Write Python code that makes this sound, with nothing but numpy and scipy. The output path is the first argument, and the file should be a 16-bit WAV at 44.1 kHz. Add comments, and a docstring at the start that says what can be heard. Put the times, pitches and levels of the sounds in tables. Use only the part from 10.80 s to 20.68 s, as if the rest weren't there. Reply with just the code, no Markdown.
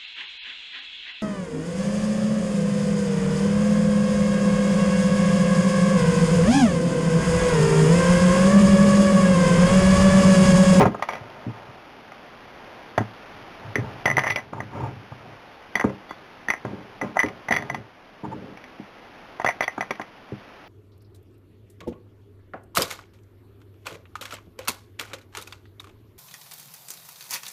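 """Batteries into a metal tube

Gloved hands slide steel-cased batteries into an aluminium tube held over a padded table in a quiet room.
Each contact rings decaying tube modes near 2 kHz with a dull knock and a crack; runs of light touches rattle.
Blows boom in the table's own modes, while random slips make the rumble of drags and the scuffs of a glove.
Shaped noise makes the hush. A small camera clips and samples at 8 kHz, then straight lines join the samples,
which mirrors the sound into the treble."""
import sys
import numpy as np
from scipy import signal
from scipy.fft import rfft, irfft
from scipy.io import wavfile
from scipy.ndimage import map_coordinates

SR = 44100
rng = np.random.default_rng(int(sys.argv[2]) if len(sys.argv) > 2 else 0)


def store_pcm(level_fs):
    """Save levels as 16-bit WAV."""
    pcm = np.round(np.clip(level_fs, -1, 1) * 32767).astype(np.int16)
    wavfile.write(sys.argv[1], SR, np.atleast_2d(pcm).T)


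def convert_level_to_amplitude(level_db):
    """Map a level in decibels to its linear amplitude factor."""
    exponent = np.asarray(level_db, float) / 20
    return 10 ** exponent


N = 435708   # length [samples]

# colour of the room hush: (frequency [Hz], relative density [dB])
HUSH_COLOUR = [(15, -53), (25, -6.5), (55, -13), (97, -10), (171, -8), (211, -6.5), (245, -4.5), (309, -6),
               (462, -7), (817, -4.5), (947, -7), (1070, -7.5), (3900, -13.5), (5070, -34), (8580, -120)]
# how loud the hush is between 1.2 and 3 kHz: (time [s], level [dB])
HUSH_LEVEL = [(0, -48.5), (1, -49.5), (3.5, -45), (3.68, -53), (3.85, -50), (6.85, -49.5), (7.1, -54.5),
              (7.5, -51.5), (8.7, -49), (9.3, -51.5), (9.88, -49.5)]
# low table modes: (frequency [Hz], level [dB], t60 [s])
BOOM_MODES = [(109.8, -6, 0.22), (129.7, -6, 0.12)]
# modes of the table board: (frequency [Hz], level [dB], t60 [s])
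BOARD_MODES = [(198.2, -9.5, 0.18), (238.3, -9, 0.076), (303.4, -3.5, 0.053), (405.5, -7.5, 0.068),
               (502, -5.5, 0.022)]
# blows that reach the table top: (time [s], boom [dB], board [dB], board pitch favoured by the spot [Hz])
TABLE_THUMPS = [(0.408, -28, -37, 200), (0.664, -20, -19.5, 195), (0.682, -24, -21.5, 195),
                (0.886, -37, -48, 198), (2.177, -9.5, -15, 276), (2.205, -34, -16, 247),
                (2.956, -33, -12.5, 408), (2.981, -17, -15, 350), (3.254, -23, -43, 300),
                (3.297, -24, -26, 250), (3.367, -23, -25, 300), (3.728, -26, -26, 250),
                (4.315, -26.5, -31, 200), (4.952, -55, -20, 300), (5.002, -45, -27, 250),
                (5.307, -55, -31, 239), (5.041, -22, -6, 340), (5.071, -38, -25, 300),
                (5.684, -49, -20.5, 347), (5.849, -25, -17.5, 260), (5.93, -40, -19, 260),
                (6.367, -52, -26, 450), (6.44, -26, -15.5, 280), (6.704, -33, -16, 300),
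                (7.997, -37.5, -25.5, 218), (8.978, -35, -22, 300), (9.11, -56, -22.5, 453),
                (9.196, -53, -23, 422), (9.52, -27, -20, 250), (9.535, -39, -27, 220)]
# jolts that shift things on the pad, which then settle:
# (time [s], table boom [dB], board [dB], tube scrape [dB], fade [dB/s])
PAD_JOLTS = [(0.09, -52, -31.5, -40, 141), (0.292, -62, -65, -37, 48), (2.99, -27.5, -34, -37.5, 101),
             (3.28, -33, -33.5, -39.5, 73), (5.05, -30, -19.5, -31.5, 261), (5.848, -40, -34, -41.5, 71),
             (6.22, -35, -28, -31, 180), (6.441, -57, -28.5, -31.5, 180), (6.71, -38.5, -32, -35, 72),
             (7.43, -38.5, -33.5, -53, 75), (3.44, -42, -45, -55, 53), (8.69, -58, -55, -41, 203),
             (8.97, -64, -43, -47, 81)]
# a hand drags or presses, swelling and easing:
# (start [s], length [s], table boom [dB], board [dB], tube scrape [dB])
HAND_SLIDES = [(-0.03, 0.083, -24.5, -14, -12.5), (.04, 0.052, -28, -13.5, -22.5),
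               (0.4, 0.72, -60, -61, -47), (1.7, 0.43, -65, -62, -49), (2.448, 0.22, -51, -70, -57),
               (2.76, 0.19, -37.5, -48, -60), (3.708, 0.19, -39, -41, -47), (3.881, .27, -32, -34.5, -36.5),
               (4.08, 0.21, -45, -51.5, -70), (4.3, 0.33, -50, -53.5, -50.5),
               (6.86, 0.18, -39.5, -42.5, -71), (7.485, 0.31, -61, -40.5, -72)]
# a glove scuffs along the tube and stirs the air inside: (start [s], length [s], level [dB])
GLOVE_SCUFFS = [(2.8, 0.15, -50), (2.97, 0.18, -44), (3.72, 0.086, -38), (3.89, .24, -36),
                (7.432, .04, -36.5), (7.505, 0.039, -36.5)]
# resonances of the air in the tube: (frequency [Hz], level [dB], t60 [s])
AIR_COLUMN_MODES = [(886, -0.5, .05), (931, 5.5, 0.024), (1148, -6, 0.037)]
# ringing modes of the tube wall: (frequency [Hz], level [dB], t60 [s])
WALL_MODES = [(1844, -3.5, 0.025), (1941, -6, 0.036), (1992, -5.5, 0.057), (2050, -3, 0.028)]
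# upper ring, heard on blows near the open rim: (frequency [Hz], level [dB], t60 [s])
RIM_MODES = [(3434, 2, 0.19)]
# dull knock of a contact: (frequency [Hz], level [dB], t60 [s])
KNOCK_MODES = [(635, -4, 0.032), (765, -0.5, 0.023), (875, -10.5, 0.041), (935, -7, 0.042),
               (1053, -8, 0.043), (1222, -7.5, 0.033), (1361, -7, 0.018), (1622, -13, 0.047)]
# bright crack of a contact: (frequency [Hz], level [dB], t60 [s]; ring() lengthens any below 5 ms)
CRACK_MODES = [(2238, -1, 0.031), (2400, -2, 0.022), (2693, -9, 0.023), (2993, -6, 0.017),
               (3347, -5.5, 0.023), (3890, 1.5, 0.0031)]
# single blows of battery or hand on the tube: (time [s], knock [dB], wall ring [dB], crack [dB])
TUBE_CONTACTS = [(0.054, -10.5, -37, -41), (0.145, -23, -56, -60), (0.194, -28, -67, -61),
                 (0.223, -15.5, -23, -24), (0.287, -17, -27, -25.5), (0.333, -30, -31.5, -28.5),
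                 (0.498, -60, -60, -40), (1.319, -34, -41, -41), (2.178, -10.5, -16.5, -24.5),
                 (2.956, -28, -11, -25.5), (3.256, -15, -7, -19), (3.368, -20, -13, -41),
                 (3.38, -12.5, -10.5, -35), (3.392, -23, -11.5, -20.5), (3.467, -17.5, -14, -30),
                 (3.502, -23.5, -15, -18), (3.559, -24.5, -15.5, -17), (3.732, -26, -56, -45),
                 (3.803, -24, -24.5, -41), (4.32, -32, -62, -60), (4.954, -19.5, -13.5, -20.5),
                 (4.997, -21, -14.5, -32), (5.01, -17, -20, -32), (5.041, -16, -39, -44),
                 (5.095, -30, -38.5, -54), (5.293, -41, -35, -54), (5.307, -27, -33.5, -52),
                 (5.684, -23, -17.5, -34), (5.702, -22, -10, -23), (5.737, -25, -19.5, -45),
                 (5.85, -25, -34.5, -46), (6.213, -21, -20.5, -42), (6.368, -15.5, -16, -41),
                 (6.391, -30, -7, -31), (6.4, -19, -14.5, -21.5), (6.431, -20.5, -14.5, -30),
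                 (6.685, -22, -15, -32), (6.708, -16.5, -12.5, -29), (6.764, -23, -10, -19),
                 (6.823, -31, -30, -38), (6.898, -20.5, -21, -28.5), (6.945, -21, -24, -27.5),
                 (7.773, -40, -46, -37), (7.84, -50, -42, -40), (8.616, -28, -27, -43),
                 (9.154, -44, -37, -38), (6.46, -46, -49, -29), (6.485, -32, -36, -34),
                 (6.722, -27, -9.5, -21), (6.738, -21, -21, -25), (3.276, -25, -13.5, -39),
                 (3.52, -29, -28, -25), (8.598, -22, -29, -35), (8.645, -15, -25, -24.5),
                 (8.662, -18, -10.5, -46), (8.688, -14.5, -24, -21), (8.807, -15, -14.5, -27),
                 (8.822, -30, -16.5, -38.5), (8.879, -21.5, -13, -50), (8.978, -21.5, -47, -37.5),
                 (9.008, -20, -20, -23), (9.025, -24.5, -31, -40), (9.107, -18.5, -22, -21.5),
                 (9.196, -25, -32, -48), (9.214, -30, -29.5, -30)]
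# the battery chatters against the wall as it slides:
# (start [s], length [s], knock [dB], wall ring [dB], crack [dB])
BATTERY_RATTLES = [(0.228, .015, -26, -38, -31.5), (0.292, .09, -31, -37, -36),
                   (2.186, .04, -24.5, -45, -51), (3.26, 0.0547, -23.5, -15.5, -44),
                   (3.399, 0.027, -29.5, -32, -47), (3.434, .03, -26, -19.5, -47),
                   (3.472, 0.047, -28, -15, -33), (6.354, 0.019, -28, -42, -55),
                   (6.677, .012, -31, -22.5, -47), (3.567, 0.028, -26.5, -26, -48),
                   (4.961, 0.019, -23.5, -27, -45), (5.702, 0.018, -25, -21, -35),
                   (6.713, 0.076, -29, -18, -38), (8.665, 0.045, -28, -17.5, -54),
                   (8.826, 0.015, -24, -28, -22.5)]
# blows near the open rim: (time [s], level [dB])
RIM_CONTACTS = [(2.956, -41), (3.256, -39), (3.276, -41), (3.493, -48), (4.954, -31.5), (4.997, -43),
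                (5.293, -42), (5.307, -41), (5.684, -36), (6.748, -37), (6.778, -38), (8.645, -36.5),
                (8.662, -35), (8.695, -42), (8.807, -44), (8.833, -39)]

ROOM_T60_S, ROOM_DB = 0.16, -11
SPOT_DB_PER_OCTAVE = 9   # board modes away from the favoured pitch are weaker
JOLT_ATTACK_S, SLIDE_ROUNDNESS = 0.0014, 1.43   # roundness is the exponent on a half sine
TOUCHES_PER_S, TOUCH_SPREAD_DB, TOUCH_FADE_DB = 150, 2.5, 7   # fade over the length of a rattle
CAMERA_RATE_HZ = 8000


def hush():
    """Room air and microphone hiss: noise shaped on the spectrum, its level drifting over time."""
    hz = np.arange(1, N // 2 + 2) * SR / N
    colour_hz, colour_db = np.transpose(HUSH_COLOUR)
    shape = convert_level_to_amplitude(np.interp(np.log(hz), np.log(colour_hz), colour_db))
    noise = irfft(rfft(rng.standard_normal(N)) * shape, N)
    noise = noise / np.sqrt(np.mean(noise ** 2) + 1e-20)
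    # the level table speaks of this band, so divide by the band's share of the whole
    in_band = (hz > 1200) & (hz < 3000)
    band_rms = np.sqrt(np.sum(shape[in_band] ** 2) / np.sum(shape ** 2))
    level_s, level_db = np.transpose(HUSH_LEVEL)
    gain = convert_level_to_amplitude(np.interp(np.arange(N) / SR, level_s, level_db))
    return gain / band_rms * noise


def room(x):
    """Reflections as a dense short tail of decaying noise, starting 4 ms after the direct sound."""
    t = np.arange(SR // 2) / SR
    tail = rng.standard_normal(len(t)) * convert_level_to_amplitude(-60 * t / ROOM_T60_S) * (t > 0.004)
    tail = tail / np.sqrt(np.sum(tail ** 2))
    return convert_level_to_amplitude(ROOM_DB) * signal.fftconvolve(x, tail)[:N]


def ring(push, hz, t60):
    """A damped resonance: a unit click sets a sine of height 1 ringing, t60 being 5 ms at least."""
    radius = convert_level_to_amplitude(-60 / (max(t60, 0.005) * SR))
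    angle = 2 * np.pi * hz / SR
    # the tiny offset keeps the filter clear of vanishingly small numbers
    return signal.lfilter([0, np.sin(angle)], [1, -2 * radius * np.cos(angle), radius ** 2], push + 1e-18)


def strike(events, modes, column, spread_db, contact_s):
    """A blow lasts a moment: it reaches each mode at an instant, sign and strength of its own."""
    events, out = np.array(events), np.zeros(N)
    late = rng.random((len(events), len(modes))) ** 2 * contact_s
    strength = spread_db * rng.standard_normal((len(events), len(modes)))
    sign = rng.choice([-1, 1], (len(events), len(modes)))
    for k, (hz, level_db, t60) in enumerate(modes):
        clicks = np.zeros(N)
        at = np.round((events[:, 0] + late[:, k]) * SR).astype(int)
        height = convert_level_to_amplitude(events[:, column] + level_db + strength[:, k])
        np.add.at(clicks, at, sign[:, k] * height)
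        out += ring(clicks, hz, t60)
    return out


def rub(modes, force, slips_per_s):
    """Friction as dense uneven slips that excite the modes, scaled by the force applied."""
    happens = rng.random(N) < slips_per_s / SR
    height = convert_level_to_amplitude(2.5 * np.minimum(rng.exponential(1, N), 3))
    slips = happens * height * rng.choice([-1, 1], N)
    steady = sum(convert_level_to_amplitude(level_db) * ring(slips, hz, t60) for hz, level_db, t60 in modes)
    pressed = sum(convert_level_to_amplitude(level_db) * ring(slips * force, hz, t60) for hz, level_db, t60 in modes)
    return pressed / np.std(steady)   # a constant force of 1 would give unit level


def arches(strokes, column):
    """Strokes of a hand whose force rises and falls in a rounded arch."""
    t, out = np.arange(N) / SR, np.zeros(N)
    for stroke in strokes:
        progress = np.clip((t - stroke[0]) / stroke[1], 0, 1)
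        out += convert_level_to_amplitude(stroke[column]) * np.sin(np.pi * progress).clip(0) ** SLIDE_ROUNDNESS
    return out


def pressure(slide_column, jolt_column):
    """Rubbing force: slides swell and ease, jolts start almost at once and fade."""
    t, force = np.arange(N) / SR, arches(HAND_SLIDES, slide_column)
    for jolt in PAD_JOLTS:
        age = np.maximum(t - jolt[0], 0)
        force += np.minimum(age / JOLT_ATTACK_S, 1) * convert_level_to_amplitude(jolt[jolt_column] - jolt[4] * age)
    return force


def table():
    """The padded top booms and knocks in its own modes; the padding takes the edge off each blow."""
    time_s, _, board_db, spot_hz = np.transpose(TABLE_THUMPS)
    top = strike(TABLE_THUMPS, BOOM_MODES, column=1, spread_db=1.5, contact_s=0.003)
    for mode in BOARD_MODES:
        octaves_off = abs(np.log2(mode[0] / spot_hz))
        blows = np.column_stack([time_s, board_db - SPOT_DB_PER_OCTAVE * octaves_off])
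        top += strike(blows, [mode], column=1, spread_db=2.0, contact_s=0.0032)
    top += rub(BOOM_MODES, pressure(slide_column=2, jolt_column=1), slips_per_s=800)
    top += rub(BOARD_MODES, pressure(slide_column=3, jolt_column=2), slips_per_s=1500)
    return signal.sosfilt(signal.butter(2, 700, fs=SR, output="sos"), top)


def rattle_touches(count):
    """Each rattle is a fading run of unevenly spaced light contacts, in rows like the single blows."""
    rattles = np.array(BATTERY_RATTLES)
    age = (np.arange(count) + rng.random((len(rattles), count))) / TOUCHES_PER_S
    share = age / rattles[:, 1:2]
    loss_db = np.where(share < 1, TOUCH_FADE_DB * share, 200)   # silent past the end of the rattle
    loss_db = loss_db + TOUCH_SPREAD_DB * rng.standard_normal(age.shape)
    times = (rattles[:, :1] + age).ravel()
    levels = [(rattles[:, k:k + 1] - loss_db).ravel() for k in (2, 3, 4)]
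    return np.column_stack([times] + levels)


def tube():
    """Metal on metal: wall rings, a short knock and a crack at the contacts; rubbing stirs them too."""
    blows = np.vstack([TUBE_CONTACTS, rattle_touches(count=24)])
    out = strike(blows, WALL_MODES, column=2, spread_db=3.0, contact_s=0.0022)
    out += strike(RIM_CONTACTS, RIM_MODES, column=1, spread_db=1.5, contact_s=0.002)
    out += strike(blows, KNOCK_MODES, column=1, spread_db=2.5, contact_s=0.0035)
    out += strike(blows, CRACK_MODES, column=3, spread_db=2.5, contact_s=0.004)
    # a scrape favours the knock modes; wall and crack sound 16 dB fainter in it
    faint = [(hz, level_db - 16, t60) for hz, level_db, t60 in WALL_MODES + CRACK_MODES]
    out += rub(KNOCK_MODES + faint, pressure(slide_column=4, jolt_column=3), slips_per_s=3000)
    out += rub(AIR_COLUMN_MODES, arches(GLOVE_SCUFFS, column=2), slips_per_s=300)
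    return out


def scene():
    """Tube and table in the room, over the hush; small bodies radiate no deep bass."""
    deep_bass_cut = signal.butter(4, 82, "high", fs=SR, output="sos")
    near = signal.sosfilt(deep_bass_cut, table() + tube())
    return (near + room(near) + hush())[None]


def top_cut(x):
    """Nothing passes above the cut-off."""
    return signal.sosfilt(signal.butter(12, 15700, fs=SR, output="sos"), x)


def record(dry):
    """Camera sound: band limit, lopsided overload, coarse sampling, straight lines between samples."""
    limited = signal.sosfilt(signal.butter(6, 3800, fs=SR, output="sos"), dry[0])
    clipped = np.clip(limited, -0.38, 0.44)
    coarse_at = np.arange(0, N, SR / CAMERA_RATE_HZ)
    coarse = map_coordinates(clipped, [coarse_at], order=3)
    # the corners of the straight lines leave mirror images above 4 kHz
    mix = np.interp(np.arange(N), coarse_at, coarse)[None]
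    return top_cut(mix)


dry = scene()
out = record(dry)
store_pcm(out)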